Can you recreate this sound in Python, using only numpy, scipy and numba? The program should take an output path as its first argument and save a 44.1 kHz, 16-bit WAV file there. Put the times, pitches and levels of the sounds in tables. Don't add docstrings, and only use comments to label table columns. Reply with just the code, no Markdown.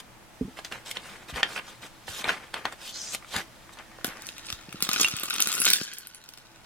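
import sys
import numpy as np
from scipy import signal
from scipy.fft import rfft, irfft, next_fast_len
from scipy.io import wavfile
from numba import njit

SR = 44100
rng = np.random.default_rng(int(sys.argv[2]) if len(sys.argv) > 2 else 0)


def transcribe(signal):
    frames = np.atleast_2d(signal).T
    limited = np.clip(frames, -1, 1)
    pcm = np.round(limited * 32767).astype(np.int16)
    wavfile.write(sys.argv[1], SR, pcm)


def volts_from_db(level):
    exponent = np.asarray(level, float) / 20
    return 10 ** exponent


N = 293432
TIME_S = np.arange(N) / SR
LEAD = 132
STRIKE_SIZE = 4096

# full_s, hold_s, swell_s (to rise 20 dB; has a floor), fibre_db, sheet_db
STROKES = [(0.573, 0.021, -0.11, -51.5, -48), (0.863, 0.053, 0, -45.5, -49),
           (0.958, 0.012, -0.07, -51, -41.5), (1.08, 0, 0.16, -57, -57), (1.131, 0.0011, 0.12, -64, -53.5),
           (1.288, 0.024, -0.03, -46.5, -47.5), (1.345, 0.023, -0.0046, -48, -42.5),
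           (1.375, 0.03, 0, -47, -32.5), (1.49, 0.078, 0.02, -49, -61.5), (1.563, 0.027, -0.01, -50, -38),
           (1.694, 0, 0.06, -50.5, -50.5), (1.824, 0.041, -0.06, -51, -47.5),
           (2.079, 0.14, -0.04, -43, -47.5), (2.295, 0.0022, 0.07, -41.5, -32.5),
           (2.35, 0.0039, 0.16, -67, -46.5), (2.443, 0, 0, -69, -47), (2.726, 0.007, -0.17, -55, -47.5),
           (2.822, 0.027, 0.04, -48.5, -51.5), (2.875, 0.02, 0.0448, -44, -60), (2.95, 0.167, 0, -49, -56),
           (3.142, 0, 0.0255, -33.5, -42.5), (3.34, 0.012, 0.07, -46.5, -60),
           (3.369, 0.0096, 0.06, -39.5, -33.5), (3.732, 0.004, -0.4, -50.5, -61),
           (3.79, 0.017, 0.02, -74, -49)]
# full_s, die_s (to fall 20 dB; has a floor), fibre_db, sheet_db
QUICK_RUSTLES = [(0.0, -0.21, -41, -39.5), (0.648, 0.03, -44, -46.5), (0.717, 0.09, -50.5, -39),
                 (0.967, 0.5, -95, -58), (1.428, 0.23, -62, -40.5), (2.244, 0.05, -58, -40),
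                 (2.54, 0.11, -53, -38), (2.652, 0.07, -57, -37), (4.046, 0.23, -66, -42)]
# start_s, level_db (relative), pitch_hz, treble_db, body_db (both relative to the burst)
CREASE_SNAPS = [(0.588, -28.5, 1680, -20, 2), (0.647, -35, 1850, 9.5, -23.5),
                (0.722, -22.5, 1720, -10, -39), (0.911, -26, 2190, 5, -30.5), (0.969, -19.5, 1955, -32, -6),
                (1.359, -27, 1850, -6, 5), (1.43, -5.5, 1797, -39, -13.5), (1.561, -20, 1414, -21, -17),
                (1.577, -23, 1554, -29, -24), (2.08, -24.5, 1765, -37, -4), (2.242, -21, 2106, -23, -5),
                (2.253, -25.5, 1430, -21.5, 1), (2.278, -22, 1380, -30, 1), (2.284, -23.5, 2500, -6, -17),
                (2.291, -12, 1590, -37, -15), (2.297, -17, 1584, -35, -9), (2.54, -21, 1804, -6, -7),
                (2.653, -17.5, 1880, -11.5, -3.5), (2.723, -31.5, 834, -1.5, -35.5),
                (3.147, -24.5, 2090, 6.5, -3), (3.224, -38.5, 1190, -30, -20),
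                (3.245, -37, 1330, -30.5, -13), (3.341, -30.5, 1490, -34, 6), (3.363, -18, 1743, 0, -32),
                (3.692, -38, 1180, -30, -19.5), (3.771, -37, 1023, -11, -15),
                (3.787, -37.5, 2990, -10.5, -24), (3.797, -39.5, 900, -30, -20),
                (3.914, -38.5, 1260, -40.5, -8), (3.986, -39.5, 1110, -27.5, 8),
                (4.011, -42, 1410, -33, -14)]
# freq_hz, level_db
SHEET_COLOUR = [(530, -4.5), (1000, -3), (1650, 1.5), (2320, -1.5), (3000, -6.5), (4000, -20.5),
                (5200, -19), (8800, -120)]
# freq_hz, level_db
FIBRE_COLOUR = [(1760, -34), (2500, -2.5), (3300, 1), (4400, -1.5), (5600, -4), (7000, -5.5), (9200, -7),
                (11600, -14.5), (14300, -15), (16300, -29)]
# time_s, hiss_db, tub_db (relative drive of the tub)
RUMMAGE = [(3.98, -81.5, -55.5), (4.03, -74, -57), (4.055, -71, -41), (4.155, -63, -60.5),
           (4.283, -50.5, -50.5), (4.33, -59.5, -52), (4.502, -52.5, -45), (4.671, -73, -56),
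           (4.86, -72, -39), (4.935, -33.5, -28), (4.99, -40, -30), (5.007, -26, -22.5), (5.06, -38, -32),
           (5.259, -51, -33), (5.62, -38, -28.5), (5.69, -22.5, -21), (5.766, -26.5, -23),
           (5.82, -32, -27.5), (5.92, -54, -35.5), (6.15, -65.5, -49), (6.65, -74, -57.5)]
# contact_s, peak_db, brightest_hz, blow_db (relative drive of the tub)
PIN_CLICKS = [(4.045, -11, 11300, -19), (4.0685, -19.5, 11500, -55), (4.221, -27, 5930, -58.5),
              (4.2682, -21.5, 7900, -74), (4.289, -25, 5230, -31.5), (4.3816, -25.5, 5060, -37),
              (4.4658, -31.5, 9000, -37), (4.5022, -24.5, 5800, -26), (4.5263, -19, 4700, -27.5),
              (4.612, -45, 4500, -42), (4.7269, -27.5, 4750, -32.5), (4.805, -30, 10730, -27.5),
              (4.8246, -3.5, 4370, -22), (4.8496, -20, 4820, -32), (4.8901, -15.5, 10300, -14.5),
              (4.933, -8, 5700, -40), (4.999, -15, 4500, -17.5), (5.0114, -17, 5500, -32),
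              (5.0154, -6, 4530, -29), (5.0318, -5, 4650, -20), (5.0458, -7, 2780, -17.5),
              (5.084, -15, 11800, -20), (5.113, -33, 4500, -26), (5.167, -14, 8000, -41),
              (5.198, -16, 12300, -47), (5.234, -14.5, 14550, -32), (5.257, -18, 7000, -30),
              (5.3, -12.5, 11200, -58), (5.3394, -13, 9800, -37), (5.361, -16.5, 11200, -30),
              (5.4038, -5, 10400, -17), (5.4174, -9, 5400, -34), (5.4232, -1, 7100, -20),
              (5.442, -28, 10000, -40), (5.458, -12, 8000, -23), (5.4725, -6, 9500, -20),
              (5.4865, -8.5, 7600, -33), (5.518, -9, 8000, -22), (5.527, -9.5, 8000, -24),
              (5.539, -11.5, 12800, -26), (5.552, -9, 8000, -27), (5.5794, -16, 10760, -23),
              (5.602, -4.5, 10620, -60), (5.6174, -3, 10530, -18), (5.647, -9, 3000, -16.5),
              (5.6531, 0.5, 6350, -30), (5.6664, -23, 10760, -9), (5.688, 2, 3830, -35),
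              (5.703, 4, 4470, -37), (5.7335, 6, 5870, -18), (5.7352, 6.5, 3590, -15),
              (5.762, -9, 3590, -28), (5.813, -17, 5600, -12), (5.9357, -13, 8200, -63),
              (5.9694, -33, 12300, -31), (5.9848, -14, 12300, -57), (6.0712, -19, 11200, -32),
              (6.147, -22.5, 10620, -36), (6.24, -27, 4800, -42), (6.2895, -26, 9300, -32.5),
              (6.337, -26, 4750, -42), (6.375, -29.5, 8700, -36), (6.384, -33, 4550, -42),
              (6.458, -45, 4500, -47.5), (6.56, -52, 4500, -45)]
# pitch_hz, level_db (relative to the click), t60_s
PIN_TONES = [(2780, 0.5, 0.037), (3590, -7, 0.022), (9000, -10, 0.045), (10530, -23.5, 0.13),
             (10620, -21, 0.12), (10760, -11, 0.14), (12800, -15, 0.05)]
# freq_hz, level_db
PIN_COLOUR = [(2650, -104), (4500, 14.5), (7160, 11), (10000, 5), (10800, 5.5), (15200, -18), (16300, -29)]
# time_s, pitch_hz
CAVITY_PITCH = [(4, 1490), (4.8, 1320), (5.3, 1310), (5.62, 1385), (5.78, 1630), (5.84, 1610), (6.2, 1480)]
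# multiple of the cavity pitch, width_hz, level_db
TUB_MODES = [(1, 132, 0), (2.02, 198, -10.5), (2.7, 800, -9.5)]
# start_s, level_db (relative), pitch_hz
PATS = [(0.41, -14.5, 255.6), (0.413, -26, 60.3), (.447, -25.5, 199), (.478, -29.5, 255),
        (1.324, -33.5, 151), (1.33, -27, 63), (2.087, -35, 97), (3.352, -31, 86), (3.361, -27.5, 188)]
# start_s, level_db (relative), pitch_hz
TUB_BUMPS = [(4.046, -22.5, 270), (4.047, -27, 730), (4.079, -27.5, 200), (4.527, -30, 67.4),
             (4.685, -33.5, 186), (4.744, -29.5, 191), (4.825, -26, 215), (4.889, -28.5, 212),
             (4.997, -24, 290), (5.01, -24.5, 280), (5.136, -25, 135), (5.233, -30, 340), (5.469, -25, 222),
             (5.601, -27, 269), (5.813, -16, 217)]
# pitch_hz, width_hz, rms_db
FRIDGE_BANDS = [(119.8, 10, -66), (329.7, 4.2, -65.5), (870, 16, -68.5)]
# freq_hz, level_db
AIR_COLOUR = [(12, -13), (20, 7), (296, -7.5), (331, -12.5), (533, -8), (812, -7), (11300, -21),
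              (16300, -27)]


def unit(x):
    return x / np.sqrt(np.mean(x ** 2))


def shape(x, points):
    hz, db = np.transpose(points)
    size = next_fast_len(x.shape[-1])
    f = np.maximum(np.arange(size // 2 + 1) * SR / size, 1)
    octaves_outside = np.maximum(np.log2(hz[0] / f), 0) + np.maximum(np.log2(f / hz[-1]), 0)
    gain = volts_from_db(np.interp(np.log(f), np.log(hz), db) - 18 * octaves_outside)
    return irfft(rfft(x, size) * gain, size)[..., :x.shape[-1]]


def ring(x, hz, t60_s):
    pole = np.exp(2j * np.pi * hz / SR - np.log(1000) / (max(t60_s, .002) * SR))
    return signal.lfilter([1], [1, -pole], x).imag


def fade(t60_s, size):
    return volts_from_db(-60 * np.arange(size) / SR / max(t60_s, .002))


def strike(t60_s, rise_s):
    rise = np.exp(np.arange(-LEAD, 0) / (rise_s * SR))
    return np.r_[rise, fade(t60_s, STRIKE_SIZE - LEAD)]


def add(out, start_s, sound):
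    i = int(start_s * SR)
    out[i:i + len(sound)] += sound[:N - i]


def grit(per_s, spread_db, smear_s, even):
    size = np.minimum(rng.exponential(size=N), 4)
    slips = (rng.random(N) < per_s / SR) * volts_from_db(spread_db * size)
    swell = signal.lfilter([1], [1, -np.exp(-1 / (smear_s * SR))], slips)
    return unit(rng.standard_normal(N) * (swell + even * swell.mean()))


def curves(table):
    time_s, *columns = np.transpose(table)
    return [volts_from_db(np.interp(TIME_S, time_s, c, left=-np.inf, right=-np.inf)) for c in columns]


@njit
def band(x, hz, width):
    y, b, l = np.empty(len(x)), 0., 0.
    for i in range(len(x)):
        g, k = np.tan(np.pi * hz[i] / SR), width / hz[i]
        v = (b + g * (x[i] - l)) / (1 + g * (g + k))
        b, l, y[i] = 2 * v - b, l + 2 * g * v, k * v
    return y


def noise_band(hz, width_hz):
    return unit(band(rng.standard_normal(N), np.full(N, 1. 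* hz), 1. * width_hz))


def arch(start_s, stop_s):
    return np.sin(np.pi * np.interp(TIME_S, [start_s, stop_s], [0, 1])).clip(0) ** .5


def paper():
    rub, shake = strokes()
    sheet = unit(shape(grit(per_s=900, spread_db=3, smear_s=.002, even=.5), SHEET_COLOUR))
    fibres = unit(shape(grit(per_s=800, spread_db=4, smear_s=.002, even=2.5), FIBRE_COLOUR))
    rind_colour = [(70, -11), (200, 4), (550, 2.5), (900, -5)]  # (Hz, dB)
    rind = unit(shape(grit(per_s=330, spread_db=3, smear_s=.0046, even=.99), rind_colour))
    rubbing = rub * fibres + shake * (sheet + volts_from_db(-9) * rind)
    return rubbing + palm_glide(fibres) + crease_snaps()


def strokes():
    quickest_s, rustle_swell_s = .012, .006
    fade_share = .9
    roundness = 1.4
    resting = (TIME_S > .34) & (TIME_S < 6)
    gains = volts_from_db(np.array([-64, -65.5]))[:, None] * resting
    rows = [(full, hold, max(swell, quickest_s), fade_share * swell, db)
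            for full, hold, swell, *db in STROKES]
    rows += [(full, 0, rustle_swell_s, die, db) for full, die, *db in QUICK_RUSTLES]
    for full_s, hold_s, swell_s, die_s, db in rows:
        before = (full_s - TIME_S) / swell_s
        after = (TIME_S - full_s - hold_s) / max(die_s, quickest_s)
        away = np.maximum(before, after).clip(0)
        near = away < 3
        gains[:, near] += volts_from_db(np.array(db)[:, None] - 20 * away[near] ** roundness)
    return gains


def palm_glide(fibres):
    start_s, stop_s, level_db = 2.92, 3.16, -41.5
    hz = np.interp(TIME_S, [start_s, stop_s], [5200., 7200.])
    hiss = band(band(fibres, hz, 4500.), hz, 4500.)
    return volts_from_db(level_db) * arch(start_s, stop_s) * unit(hiss)


def crease_snaps():
    out = np.zeros(N)
    t = TIME_S[:STRIKE_SIZE]
    burst = strike(.031 / 1.8, rise_s=.00025) + .16 * strike(.0496, rise_s=.00041)
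    ring_fade = strike(.0527, rise_s=.00065)
    noises = rng.standard_normal((len(CREASE_SNAPS), 3, STRIKE_SIZE))
    for (start_s, db, hz, treble_db, body_db), noise in zip(CREASE_SNAPS, noises):
        colour = [(hz / 1.3, -14), (hz, 0), (hz * 1.35, -9), (hz * 1.75, -2), (hz * 2.6, -16)]
        sines = np.sin(2 * np.pi * hz * t) + .5 * np.sin(2 * np.pi * 1.75 * hz * t)
        tone = unit(shape(noise[0], colour)) + 1.28 * sines * ring_fade
        treble = volts_from_db(treble_db) * unit(shape(noise[1], FIBRE_COLOUR[1:]))
        body = volts_from_db(body_db) * unit(shape(noise[2], [(250, -26), (900, -16.5)]))
        add(out, start_s + .001044 - LEAD / SR, volts_from_db(db - 7.5) * burst * (tone + treble + body))
    return out


def pins():
    hiss, rattle = curves(RUMMAGE)
    wobble = unit(shape(rng.standard_normal(N), [(6, 0), (25, 0)]))
    cavity_hz = np.interp(TIME_S, *np.transpose(CAVITY_PITCH)) * (1 + .025 * wobble)
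    slide = grit(per_s=400, spread_db=4.5, smear_s=.0015, even=.5)
    skitter = grit(per_s=450, spread_db=5, smear_s=.0007, even=.2)
    clicks, blows = pin_clicks()
    drive = volts_from_db(8.5) * rattle * slide + blows
    cavity = sum(volts_from_db(db) * band(drive, k * cavity_hz, 1. * width_hz) for k, width_hz, db in TUB_MODES)
    plastic_colour = [(180, -8.5), (400, -12), (800, -20), (2500, -5), (4200, -9.5), (6000, -8.5)]  # (Hz, dB)
    plastic = shape(drive, plastic_colour)
    return clicks + cavity + plastic + hiss * unit(shape(skitter, PIN_COLOUR))


def pin_clicks():
    nearby_octaves = .019
    clicks, blows = np.zeros(N), np.zeros(N)
    size = 16384
    tones = np.array([volts_from_db(db) * fade(t60_s, size) * np.sin(2 * np.pi * hz * TIME_S[:size])
                      for hz, db, t60_s in PIN_TONES])
    tone_hz = np.array(PIN_TONES)[:, 0]
    tick_fade = strike(.0025, rise_s=.00011) + .082 * strike(.11, rise_s=.0004)
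    blow_fade = strike(.012, rise_s=.000073)
    touches = PIN_CLICKS + small_clicks(count=130)
    noises = rng.standard_normal((len(touches), 2, STRIKE_SIZE))
    for (contact_s, db, hz, blow_db), noise in zip(touches, noises):
        tick = shape(noise[0] * tick_fade, [(hz / 2, -8), (hz, 0), (15500, -11)])
        add(clicks, contact_s - LEAD / SR, volts_from_db(db) * tick / abs(tick).max())
        add(blows, contact_s - LEAD / SR, volts_from_db(blow_db + 11.5) * noise[1] * blow_fade)
        near = np.exp(-(np.log2(hz / tone_hz) / nearby_octaves) ** 2)
        add(clicks, contact_s, volts_from_db(db) * near @ tones)
    return clicks, blows


def small_clicks(count):
    time_s, hiss_db, tub_db = np.transpose(RUMMAGE)
    busy = np.cumsum(np.sqrt(curves(RUMMAGE)[1]))
    when, size, pitch = rng.random((count, 3)).T
    contact_s = np.interp(when, busy / busy[-1], TIME_S)
    extra_db = 6 * np.minimum(-np.log(size), 2)
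    peak_db = np.interp(contact_s, time_s, hiss_db) + 3 + extra_db
    blow_db = np.interp(contact_s, time_s, tub_db) - 13 + extra_db
    return list(zip(contact_s, peak_db, 4500 * 2.7 ** pitch, blow_db))


def pats():
    return knocks(PATS, t60_s=.08, push_cycles=.66, upper=1.7)


def tub_bumps():
    return knocks(TUB_BUMPS, t60_s=.026, push_cycles=.26, upper=1.51)


def knocks(table, t60_s, push_cycles, upper):
    out = np.zeros(N)
    for start_s, db, hz in table:
        push = np.zeros(12000)
        size = int(push_cycles * SR / hz)
        push[:size] = np.hanning(size) * 2 / size
        rings = ring(push, hz, t60_s)
        rings += .68 * ring(push, upper * hz, .75 * t60_s)
        rings += .25 * ring(push, .745 * hz, t60_s)
        add(out, start_s, volts_from_db(db) * highpass(rings, .71 * hz))
    return highpass(out, 45)


def highpass(x, hz):
    return signal.sosfilt(signal.butter(2, hz, "highpass", fs=SR, output="sos"), x)


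def room(x):
    size = int(.5 * SR)
    noise = rng.standard_normal((2, 2, size))
    tail = shape(noise[0], [(700, -1.8), (3000, -1.4)]) * fade(.1, size)
    tail += .49 * shape(noise[1], [(3000, -.69), (14000, 1.6)]) * fade(.17, size)
    tail /= np.sqrt(np.sum(tail ** 2) / 2)
    walls = volts_from_db(-8) * signal.fftconvolve(x[None], tail, axes=1)[:, :N]
    return walls + volts_from_db(-5) * scatter(x, [(3000, 0), (14000, 0)], t60_s=.008)


def scatter(x, points, t60_s):
    hop, size = 1024, 1024
    count = N // hop + 2
    echoes = shape(rng.standard_normal((count, 2, size)), points) * fade(t60_s, size)
    echoes = echoes / np.sqrt(np.sum(echoes ** 2, axis=2, keepdims=True))
    padded = np.pad(x, (hop, 3 * hop))
    pieces = np.lib.stride_tricks.sliding_window_view(padded, 2 * hop)[::hop][:count]
    window = np.sin(np.pi * np.arange(2 * hop) / (2 * hop))
    wet = signal.fftconvolve((pieces * window)[:, None], echoes, axes=2)
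    out = np.zeros((2, (count + 3) * hop))
    for k, piece in enumerate(wet):
        out[:, k * hop:k * hop + piece.shape[1]] += piece
    return out[:, hop:hop + N]


def fridge():
    return sum(volts_from_db(db) * noise_band(hz, width_hz) for hz, width_hz, db in FRIDGE_BANDS)


def faint_hiss():
    return volts_from_db(-59) * arch(start_s=3.5, stop_s=5) * noise_band(hz=1853, width_hz=128)


def air():
    shared = shape(rng.standard_normal(N), [(100, -8), (200, 6.5), (900, 3), (2500, 2.5)])
    bed = shape(shared + 1.6 * rng.standard_normal((2, N)), AIR_COLOUR)
    return volts_from_db(-52) * unit(bed)


def from_left(x):
    lag_s = 8e-5
    size = next_fast_len(N)
    hz = np.arange(size // 2 + 1) * SR / size
    late = irfft(rfft(x, size) * np.exp(-2j * np.pi * hz * lag_s), size)[:N]
    late = shape(late, [(10, -4), (6000, 1.5), (16000, -9), (22000, -16)])
    return np.array([volts_from_db(.5) * x, late])


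def scene():
    ahead = paper() + pats() + tub_bumps()
    left = pins()
    return ahead + from_left(left) + room(ahead + left) + air() + fridge() + faint_hiss()


@njit
def follow(x, attack, release):
    e, out = 0., np.empty(len(x))
    for i in range(len(x)):
        e += (x[i] - e) * (attack if x[i] > e else release)
        out[i] = e
    return out


def band_limit(x):
    return signal.sosfilt(signal.butter(12, 16480, fs=SR, output="sos"), x)


def record(dry):
    attack_s, release_s, knee_db = .00084, .75, -8.5
    peak = follow(abs(dry).max(axis=0), 1 / (attack_s * SR), 1 / (release_s * SR))
    gain = (1 + (peak / volts_from_db(knee_db)) ** 4) ** -.25
    mix = np.clip(dry * gain, -1, 1)
    return band_limit(mix)


dry = scene()
out = record(dry)
transcribe(out)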